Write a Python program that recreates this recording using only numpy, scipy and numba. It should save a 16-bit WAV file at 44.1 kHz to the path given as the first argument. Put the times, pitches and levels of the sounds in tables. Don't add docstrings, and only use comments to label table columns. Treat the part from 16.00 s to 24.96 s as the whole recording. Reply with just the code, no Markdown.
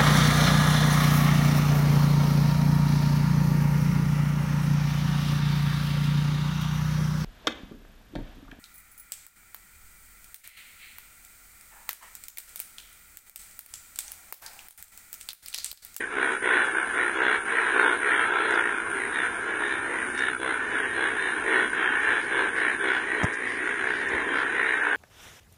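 import sys
import numpy as np
from scipy import signal
from scipy.fft import rfft, irfft
from scipy.io import wavfile
from scipy.ndimage import uniform_filter1d
from numba import njit

SR = 44100
rng = np.random.default_rng(int(sys.argv[2]) if len(sys.argv) > 2 else 0)


def gain_from_db(level_db):
    decades = np.asarray(level_db, float) / 20
    return 10 ** decades


def persist_wave(psi):
    counts = np.round(np.clip(psi, -1, 1) * 32767).astype(np.int16)
    wavfile.write(sys.argv[1], SR, np.atleast_2d(counts).T)


N = 395136
SECONDS = np.arange(N) / SR


# first click in seconds, click rate in Hz, length in seconds, level in dB,
# throat against sac in dB.
LARGE_NEAR_CROAKS = [
    (.124, 66.5, 0.28, -31, -11.5),
    (.941, 62.6, 0.17, -31.5, -13),
    (1.504, 69, 0.14, -40, -15),
    (1.746, 59.53, 0.25, -26, -9.5),
    (2.523, 55.9, 0.14, -29.5, -8.5),
    (4.43, 61.34, .25, -37, -11),
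    (8.311, 65.7, 0.2, -32.5, -14),
    (8.835, 58.9, 0.093, -32, -14),
]
LARGE_FACING_CROAKS = [
    (.426, 59.7, .27, -30, -11),
    (1.156, 63.1, .25, -29, -7),
    (2.301, 57.98, .29, -33, -8),
    (4.4, 64.33, 0.18, -33, -5.5),
    (4.739, 63.5, 0.099, -37.5, -14.5),
    (4.962, 63.8, .19, -32.5, -5.5),
    (5.473, 63.83, 0.25, -30.5, -8),
    (6.022, 60.37, 0.22, -33.5, -13),
    (6.316, 65.5, 0.21, -32, -7),
    (6.809, 63.5, 0.23, -30.5, -9.5),
]
LARGE_MID_CROAKS = [
    (.708, 65.55, .17, -35.5, -8.5),
    (2.747, 54.5, 0.12, -34.5, -21),
    (2.912, 58.5, 0.13, -40.5, -10.5),
    (3.17, 60.53, 0.16, -34.5, -11.5),
    (3.447, 62.96, .26, -39.5, -7),
    (4.188, 62.2, 0.21, -34, -11),
    (6.585, 62.35, 0.15, -41.5, -9),
    (7.573, 59.1, 0.29, -36.5, -10),
    (8.529, 58.6, 0.19, -35.5, -7.5),
]
LARGEST_CROAKS = [
    (2.094, 59.5, 0.22, -37, -6),
    (5.33, 60.3, 0.14, -48, -1),
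    (5.751, 64.43, 0.25, -37, -10),
    (7.2, 59.1, 0.1, -38, -2.5),
    (8.1, 58.3, 0.2, -46, 5.5),
    (8.271, 57.3, .22, -43, 3.5),
]
SMALL_NEAR_CROAKS = [
    (.153, 64.2, 0.24, -34, -7),
    (.426, 62.4, .24, -29.5, -7),
    (0.946, 59.4, 0.2, -31.5, -9),
    (1.191, 65.8, 0.2, -31.5, -15.5),
    (1.475, 62.8, 0.28, -31, -14.5),
    (2.0, 66.8, .29, -29.5, -14),
    (2.392, 60.4, 0.4, -33.5, -6.5),
    (5.447, 62.1, .25, -29, -7),
    (6.554, 62.16, 0.23, -30, -14),
    (7.391, 61.3, 0.26, -37.5, -7.5),
]
SMALL_FACING_CROAKS = [
    (1.748, 62.34, 0.28, -35.5, -3),
    (3.129, 67.2, 0.18, -31.5, -16.5),
    (3.592, 67.77, 0.23, -33.5, -11),
    (3.909, 70.8, 0.081, -46.5, -0.5),
    (4.147, 65.76, 0.21, -31.5, -24),
    (5.194, 63.75, 0.17, -32, -18),
]
SMALL_MID_CROAKS = [
    (2.953, 59.4, .16, -36.5, -10),
    (3.472, 56.6, 0.11, -43, -4.5),
    (3.866, 65.4, 0.24, -37, -5),
    (4.448, 63.8, 0.11, -40.5, -5),
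    (5.026, 63.4, 0.11, -39, -16.5),
    (6.841, 64.5, 0.14, -36.5, -9),
    (7.073, 65.5, .12, -36.5, -7),
    (7.135, 59.76, 0.23, -38, -2.5),
    (8.119, 64.3, 0.13, -36.5, -3.5),
    (8.535, 63.4, 0.27, -32.5, -13),
]
MIDDLING_CROAKS = [
    (4.711, 65.5, 0.22, -37.5, -7.5),
    (5.763, 62, 0.21, -31, -14),
    (6.04, 60, 0.15, -35, -9),
    (6.32, 58.44, 0.18, -34.5, -11),
    (7.6, 62.3, 0.19, -40, -6),
    (7.778, 62.46, 0.22, -32, -12),
]
# sac resonance in Hz, throat resonance in Hz, chest in dB, head in dB.
FROG_GROUPS = [
    (1436, 385, 2, -4),
    (1500, 385, 1, 2),
    (1455, 385, -2, -7),
    (1314, 350, 3, 7.5),
    (1846, 400, -3, -8),
    (1786, 400, 0, 1),
    (1908, 400, -1, -7),
    (1614, 390, -1.5, -4.5),
]
USUAL_THROAT_DB, CHEST_PER_THROAT = -8.5, 0.55
ECHO_DB, ECHO_PER_DB = -13, -.5


def near_frogs():
    out = np.zeros((1, N))
    croaks = (LARGE_NEAR_CROAKS, LARGE_FACING_CROAKS, LARGE_MID_CROAKS, LARGEST_CROAKS,
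              SMALL_NEAR_CROAKS, SMALL_FACING_CROAKS, SMALL_MID_CROAKS, MIDDLING_CROAKS)
    for calls, (sac_hz, throat_hz, chest_db, head_db) in zip(croaks, FROG_GROUPS):
        for s, rate, length, db, throat_db in calls:
            train = clicks(length, rate, jitter_s=.0002, scatter_db=2, flutter_s=.0023, flutter_db=-9)
            filling_hz = sac_hz * np.linspace(1.03, .97, train.shape[1])
            turned_db = CHEST_PER_THROAT * (throat_db - USUAL_THROAT_DB)
            call = voice(train, filling_hz, throat_db, chest_db + turned_db, head_db, throat_hz)
            wet_db = ECHO_DB + ECHO_PER_DB * (db + 30)
            add(out, s - .0072, gain_from_db(db) * echoes(call, .15, wet_db))
    return out[0]


THROAT_LEAD = 190


def clicks(length_s, rate, jitter_s, scatter_db, flutter_s, flutter_db):
    chance = rng.standard_normal((40, 6))
    count = int(np.clip(length_s * rate, 2, 40))
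    chance = chance[:count]
    step = np.arange(count)
    swell = np.sin(np.pi * (step + 1) / (count + .6)) ** .7
    beat = .006 + step / rate + .00005 * (step - count / 2) ** 2
    out = np.zeros((2, int((length_s + .06) * SR)))
    breath_s = beat + .4 * jitter_s * chance[:, 0]
    out[0, (breath_s * SR).astype(int) - THROAT_LEAD] = swell ** .5 * gain_from_db(-6 * step / count)
    for k in range(3):
        snap_s = beat + jitter_s * chance[:, 0] + (k - 1) * flutter_s * (1 + .25 * chance[:, k])
        at = np.clip(snap_s * SR, 0, out.shape[1] - 1).astype(int)
        out[1, at] += swell * gain_from_db(scatter_db * chance[:, 3 + k] + abs(k - 1) * flutter_db)
    return out


# frequency in Hz, width in Hz, level in dB.
CHEST_MODES = [(873, 390, -18), (1038.6, 360, -10)]
HEAD_MODES = [(2115, 500, -10.5), (2635, 590, -21.5), (3773, 400, -31.5), (2297, 2800, -32)]
THROAT_HZ, THROAT_WIDTH_HZ = 399, 220
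SAC_WIDTH_HZ, OVERTONE_WIDTH_HZ, OVERTONE_DB = 310, 260, -15


def voice(train, sac_hz, throat_db, chest_db, head_db, throat_hz=THROAT_HZ):
    breath, snaps = train
    sac = twice(snaps, sac_hz, SAC_WIDTH_HZ)
    unit = np.sqrt(np.mean(sac ** 2))
    throat = twice(breath, throat_hz, THROAT_WIDTH_HZ)
    throat = twice(throat, throat_hz, 2 * THROAT_WIDTH_HZ)
    throat = level(throat, 0) * gain_from_db(throat_db) * unit
    chest = gain_from_db(chest_db) * modes(snaps, CHEST_MODES)
    overtone = gain_from_db(OVERTONE_DB) * twice(snaps, 1800 + sac_hz, OVERTONE_WIDTH_HZ)
    head = gain_from_db(head_db) * (overtone + modes(snaps, HEAD_MODES[1:])) + modes(snaps, HEAD_MODES[:1])
    return (sac + throat + chest + head) / unit


def echoes(x, t60_s, wet_db):
    t = SECONDS[:SR // 5]
    tail = rng.standard_normal(len(t)) * gain_from_db(-60 * t / t60_s) * np.clip(t / 0.0021, 0, 1)
    tail *= gain_from_db(wet_db) / np.linalg.norm(tail)
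    tail[0] = 1
    return signal.fftconvolve(np.atleast_2d(x), tail[None], axes=1)


# time in seconds, level in dB, sac resonance in Hz.
FAR_CHORUS = [(0, -19.5, 1836), (.1, -29, 1500), (.6, -23, 1587), (1.05, -29.5, 1500), (1.3, -24.5, 1482),
              (1.75, -22, 1555), (2.4, -23, 1450), (2.9, -29.5, 1500), (3.7, -27.5, 1570),
              (4.4, -31.5, 1500), (4.85, -24, 1738), (5.4, -27, 1578), (6.1, -22, 1695), (6.9, -26, 1611),
              (7.5, -29.5, 1819), (8.05, -25.5, 1744), (8.7, -25, 1708), (8.96, -22, 1617)]
# middle in seconds, depth in dB, length in seconds.
POND_LULLS = [(0.074, -8, 0.1), (0.392, -7, .1), (0.888, -2, 0.027), (1.438, -9, 0.084), (1.976, -8, 0.15),
              (3.342, 0, 0.16), (4.393, -10.5, .16), (4.926, -3.5, 0.16), (5.696, -6.5, 0.072),
              (6.277, -4.5, 0.12), (6.516, -6, 0.054), (6.778, -3, .1), (7.068, -2.5, 0.035),
              (7.304, 0.5, 0.04)]
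FAR_USUAL_DB, FAR_USUAL_HZ = -27, 1646
FAR_THROAT_DB, THROAT_STEADY = -12, .35
FAR_CHEST_DB, CHEST_DB_PER_HZ = -1.5, -.015
FAR_HEAD_DB, HEAD_SWELL = -9.5, 0.28


def far_frogs():
    db, sac_hz = columns(FAR_CHORUS)
    for s, depth, length in POND_LULLS:
        db = db + depth * np.exp(-(2 * (SECONDS - s) / length) ** 2)
    throat_db = FAR_THROAT_DB - THROAT_STEADY * (db - FAR_USUAL_DB)
    chest_db = FAR_CHEST_DB + CHEST_DB_PER_HZ * (sac_hz - FAR_USUAL_HZ)
    head_db = FAR_HEAD_DB + HEAD_SWELL * (db - FAR_USUAL_DB)
    out = 0
    for size in (.94, 1.07):
        train = np.full((2, N), 1e-9)
        for s, pace, far in zip(np.arange(0, 9.1, .11), *rng.random((83, 2)).T):
            call = clicks(.22, 57 + 11 * pace, jitter_s=.0004, scatter_db=3, flutter_s=.003, flutter_db=-6)
            add(train, s - .15, gain_from_db(-8 * far) * echoes(call, t60_s=.2, wet_db=-0.5))
        train /= np.sqrt(uniform_filter1d(train ** 2, size=6000, axis=1) + 1e-9)
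        out = out + voice(train, size * sac_hz, throat_db, chest_db, head_db)
    return gain_from_db(db - 5.5) * out


# start in seconds, level in dB, ring in Hz, 60 dB decay time in seconds.
FINGER_TAPS = [
    (7.2335, -11, 220, .016),
    (7.2336, -13, 600, .008),
    (7.2432, -11, 150, .024),
    (7.2433, -11, 500, .009),
    (7.244, -13, 110, .04),
    (8.14, -33, 65, .1),
]


def taps():
    out, t = np.zeros(N), SECONDS[:SR // 5]
    for s, db, hz, t60 in FINGER_TAPS:
        swing = np.cos(2 * np.pi * hz * t) * gain_from_db(-60 * t / t60) * np.clip(t / .0004, 0, 1)
        add(out, s - .0005, gain_from_db(db) * swing)
    return out


# start in seconds, length in seconds, level at start in dB, level at end in dB.
KATYDID_PHRASES = [(-.1, .13, -48, -45), (0.195, 0.96, -46.5, -45.5), (1.271, 1.02, -48.5, -44.5),
                   (2.38, 0.58, -48, -50.5), (2.87, 0.59, -44.5, -49), (3.53, 0.62, -50, -50),
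                   (3.974, 0.62, -46.5, -48), (4.727, 1.04, -50, -47.5), (5.93, .95, -52, -49.5),
                   (7.06, .83, -54, -56.5), (8.588, .2, -55, -54)]
# frequency in Hz, level in dB.
RASP_SPECTRUM = [(8100, -34), (8250, -7), (8700, -6), (9000, -1.5), (9400, 1.5), (9800, -3), (10300, -13.5),
                 (10800, -36.5)]
RASP_REST_DB, RASP_EDGE_S = -53, 0.037
RASP_FLICKER_DB, RASP_FLICKER_S = -0.06, .08


def katydids():
    power = gain_from_db(2 * RASP_REST_DB)
    for s, length, first_db, last_db in KATYDID_PHRASES:
        gate = np.clip(np.minimum(SECONDS - s, s + length - SECONDS) / RASP_EDGE_S, 0, 1)
        phrase_db = np.interp(SECONDS, (s, s + length), (first_db, last_db))
        power = power + gate * gain_from_db(2 * phrase_db)
    flicker = gain_from_db(RASP_FLICKER_DB * wander(RASP_FLICKER_S))
    return np.sqrt(power) * flicker * coloured(RASP_SPECTRUM)


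# start in seconds, peak in dB, centre in Hz, length in seconds.
WATER_TICKS = [(0.64, -46, 7050, 0.035), (2.495, -48, 7000, 0.035), (2.54, -39, 4680, 0.015),
               (0.295, -51.5, 6900, 0.069), (3.223, -52, 6740, .06), (4.19, -54, 6550, 0.051),
               (7.236, -38.5, 9300, .015), (4.172, -41.5, 5830, .03), (6.19, -50, 4570, 0.088),
               (6.553, -49, 4700, 0.068), (6.878, -50, 4660, 0.14), (7.232, -34, 6460, 0.012),
               (7.326, -43, 6400, 0.029), (7.447, -47, 4540, 0.16), (7.864, -46, 4420, 0.21),
               (8.084, -38, 6500, 0.0078), (8.333, -47, 4660, 0.11)]


def splashes():
    out = np.zeros(N)
    for s, db, hz, length in WATER_TICKS:
        burst = rng.standard_normal(min(int(length * SR), 8000))
        burst *= np.hanning(len(burst)) ** .3
        add(out, s, gain_from_db(db + 4) * twice(burst, hz, width_hz=hz ** 2 / 12000))
    return out


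# frequency in Hz, level in dB.
RUSTLE_SPECTRUM = [(4200, 12), (5700, 11), (6300, 17.5), (7300, 16.5), (7900, -4), (8300, -5)]
RUSTLE_DB, RUSTLE_FLICKER_DB, RUSTLE_FLICKER_S = -60.5, 1, .06


def rustle():
    flicker_db = RUSTLE_FLICKER_DB * wander(RUSTLE_FLICKER_S)
    return gain_from_db(RUSTLE_DB + flicker_db) * coloured(RUSTLE_SPECTRUM)


# frequency in Hz, level in dB.
AIR_SPECTRUM = [(15, -53), (25, -32.5), (43, -13.5), (102, -10.5), (167, -15), (260, -2), (340, -3.5),
                (570, -120)]
# time in seconds, level in dB.
AIR_LEVEL = [(0, -49), (2.5, -48), (4, -45.5), (6.5, -46), (7.6, -47.5), (8.2, -45), (8.6, -47.5),
             (8.96, -52)]


def open_air():
    return gain_from_db(columns(AIR_LEVEL)[0]) * coloured(AIR_SPECTRUM)


@njit
def ring(x, hz, width):
    y, band, low, g, k = np.empty(len(x)), 0., 0., 0., 0.
    for i in range(len(x)):
        if i % 16 == 0:
            g, k = np.tan(np.pi * hz[i] / SR), width / hz[i]
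        v = (band + g * (x[i] - low)) / (1 + g * (g + k))
        band, low, y[i] = 2 * v - band, low + 2 * g * v, k * v
    return y


def twice(x, hz, width_hz):
    hz = hz + np.zeros(len(x))
    once = ring(x, hz, 1. * width_hz)
    return ring(once, hz, 1. * width_hz)


def modes(x, table):
    return sum(gain_from_db(db) * twice(x, hz, width) for hz, width, db in table)


def coloured(points):
    hz, db = np.transpose(points)
    f = np.fft.rfftfreq(N, 1 / SR) + 1
    gain = gain_from_db(np.interp(np.log(f), np.log(hz), db, left=-90, right=-90))
    return level(irfft(rfft(rng.standard_normal(N)) * gain, N), 0)


def wander(hold_s):
    k = int(hold_s * SR)
    steps = np.repeat(rng.standard_normal(1000), k)[:N]
    return level(uniform_filter1d(steps, k), 0)


def level(x, db):
    return x * gain_from_db(db) / np.sqrt(np.mean(x ** 2))


def columns(table):
    s, *rest = np.transpose(table)
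    return [np.interp(SECONDS, s, c) for c in rest]


def add(out, s, x):
    a = max(int(s * SR), 0)
    out[..., a:a + x.shape[-1]] += x[..., :N - a]


def scene():
    soft = signal.cheby2(10, 40, 4750, fs=SR, output="sos")
    frogs = signal.sosfilt(soft, near_frogs() + far_frogs())
    treble = katydids() + rustle() + splashes()
    return (frogs + treble + taps() + open_air())[None]


# frequency in Hz, step against band level in dB.
ROUNDING_STEP = [(0, -10), (1800, -4), (2300, 5), (3400, 6), (3900, 9), (4250, 9), (4400, 12)]


def coarse_lows(x, mask_db=-15.5, whim_db=4):
    hop, lines, band = 2048, 416, 16
    n, k = np.arange(2 * hop), np.arange(lines)[:, None]
    window = np.sin(np.pi * (n + .5) / (2 * hop))
    basis = window * np.cos(np.pi / hop * (n + .5 + hop / 2) * (k + .5)) * np.sqrt(2 / hop)
    padded = np.pad(x, (hop, 2 * hop))
    starts = np.arange(0, N + hop, hop)
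    c = basis @ padded[starts[None] + n[:, None]]
    rms = np.sqrt((c ** 2).reshape(lines // band, band, -1).mean(axis=1))
    hz, db = np.transpose(ROUNDING_STEP)
    band_hz = (np.arange(len(rms)) + .5) * band * SR / (2 * hop)
    share = gain_from_db(np.interp(band_hz, hz, db))[:, None]
    masked = gain_from_db(mask_db) * rms.max(axis=0) * np.minimum(share, 1)
    whim = gain_from_db(whim_db * rng.standard_normal(rms.shape))
    step = np.repeat(np.maximum(share * rms, masked) * whim, band, axis=0)
    knock = rms[0] > 5 * np.median(rms[0])
    step *= np.where(knock & (k < 190), .1, 1)
    error = basis.T @ (step * np.round(c / step - .1 * np.sign(c)) - c)
    for a, e in zip(starts, error.T):
        padded[a:a + 2 * hop] += e
    return padded[hop:hop + N]


FRAME, HOP = 512, 128
EDGE, SHIFT = 51, 44


def rebuild_treble(x, noise_share=.3, least_db=-82):
    z = signal.stft(x, nperseg=FRAME, noverlap=FRAME - HOP)[2]
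    source = z[EDGE - SHIFT:EDGE]
    found = smooth(np.abs(source) ** 2, bins=4, frames=8)
    floor = gain_from_db(2 * least_db)
    flat = source / np.sqrt(found + floor)
    for lo in (EDGE, EDGE + SHIFT):
        wanted = smooth(np.abs(z[lo:lo + SHIFT]) ** 2, bins=6, frames=4)
        noise = z[lo:lo + SHIFT] * found / (found + floor)
        copy = np.sqrt((1 - noise_share) * wanted) * flat
        z[lo:lo + SHIFT] = copy + np.sqrt(noise_share) * noise
    return signal.istft(z, nperseg=FRAME, noverlap=FRAME - HOP)[1][:N]


def smooth(power, bins, frames):
    return uniform_filter1d(uniform_filter1d(power, bins, axis=0), frames, axis=1)


def band_limit(x):
    return signal.sosfilt(signal.butter(12, 11060, fs=SR, output="sos"), x)


def record(dry):
    lows = coarse_lows(dry[0])
    mix = rebuild_treble(lows)[None] - .0005
    return band_limit(mix)


dry = scene()
out = record(dry)
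persist_wave(out)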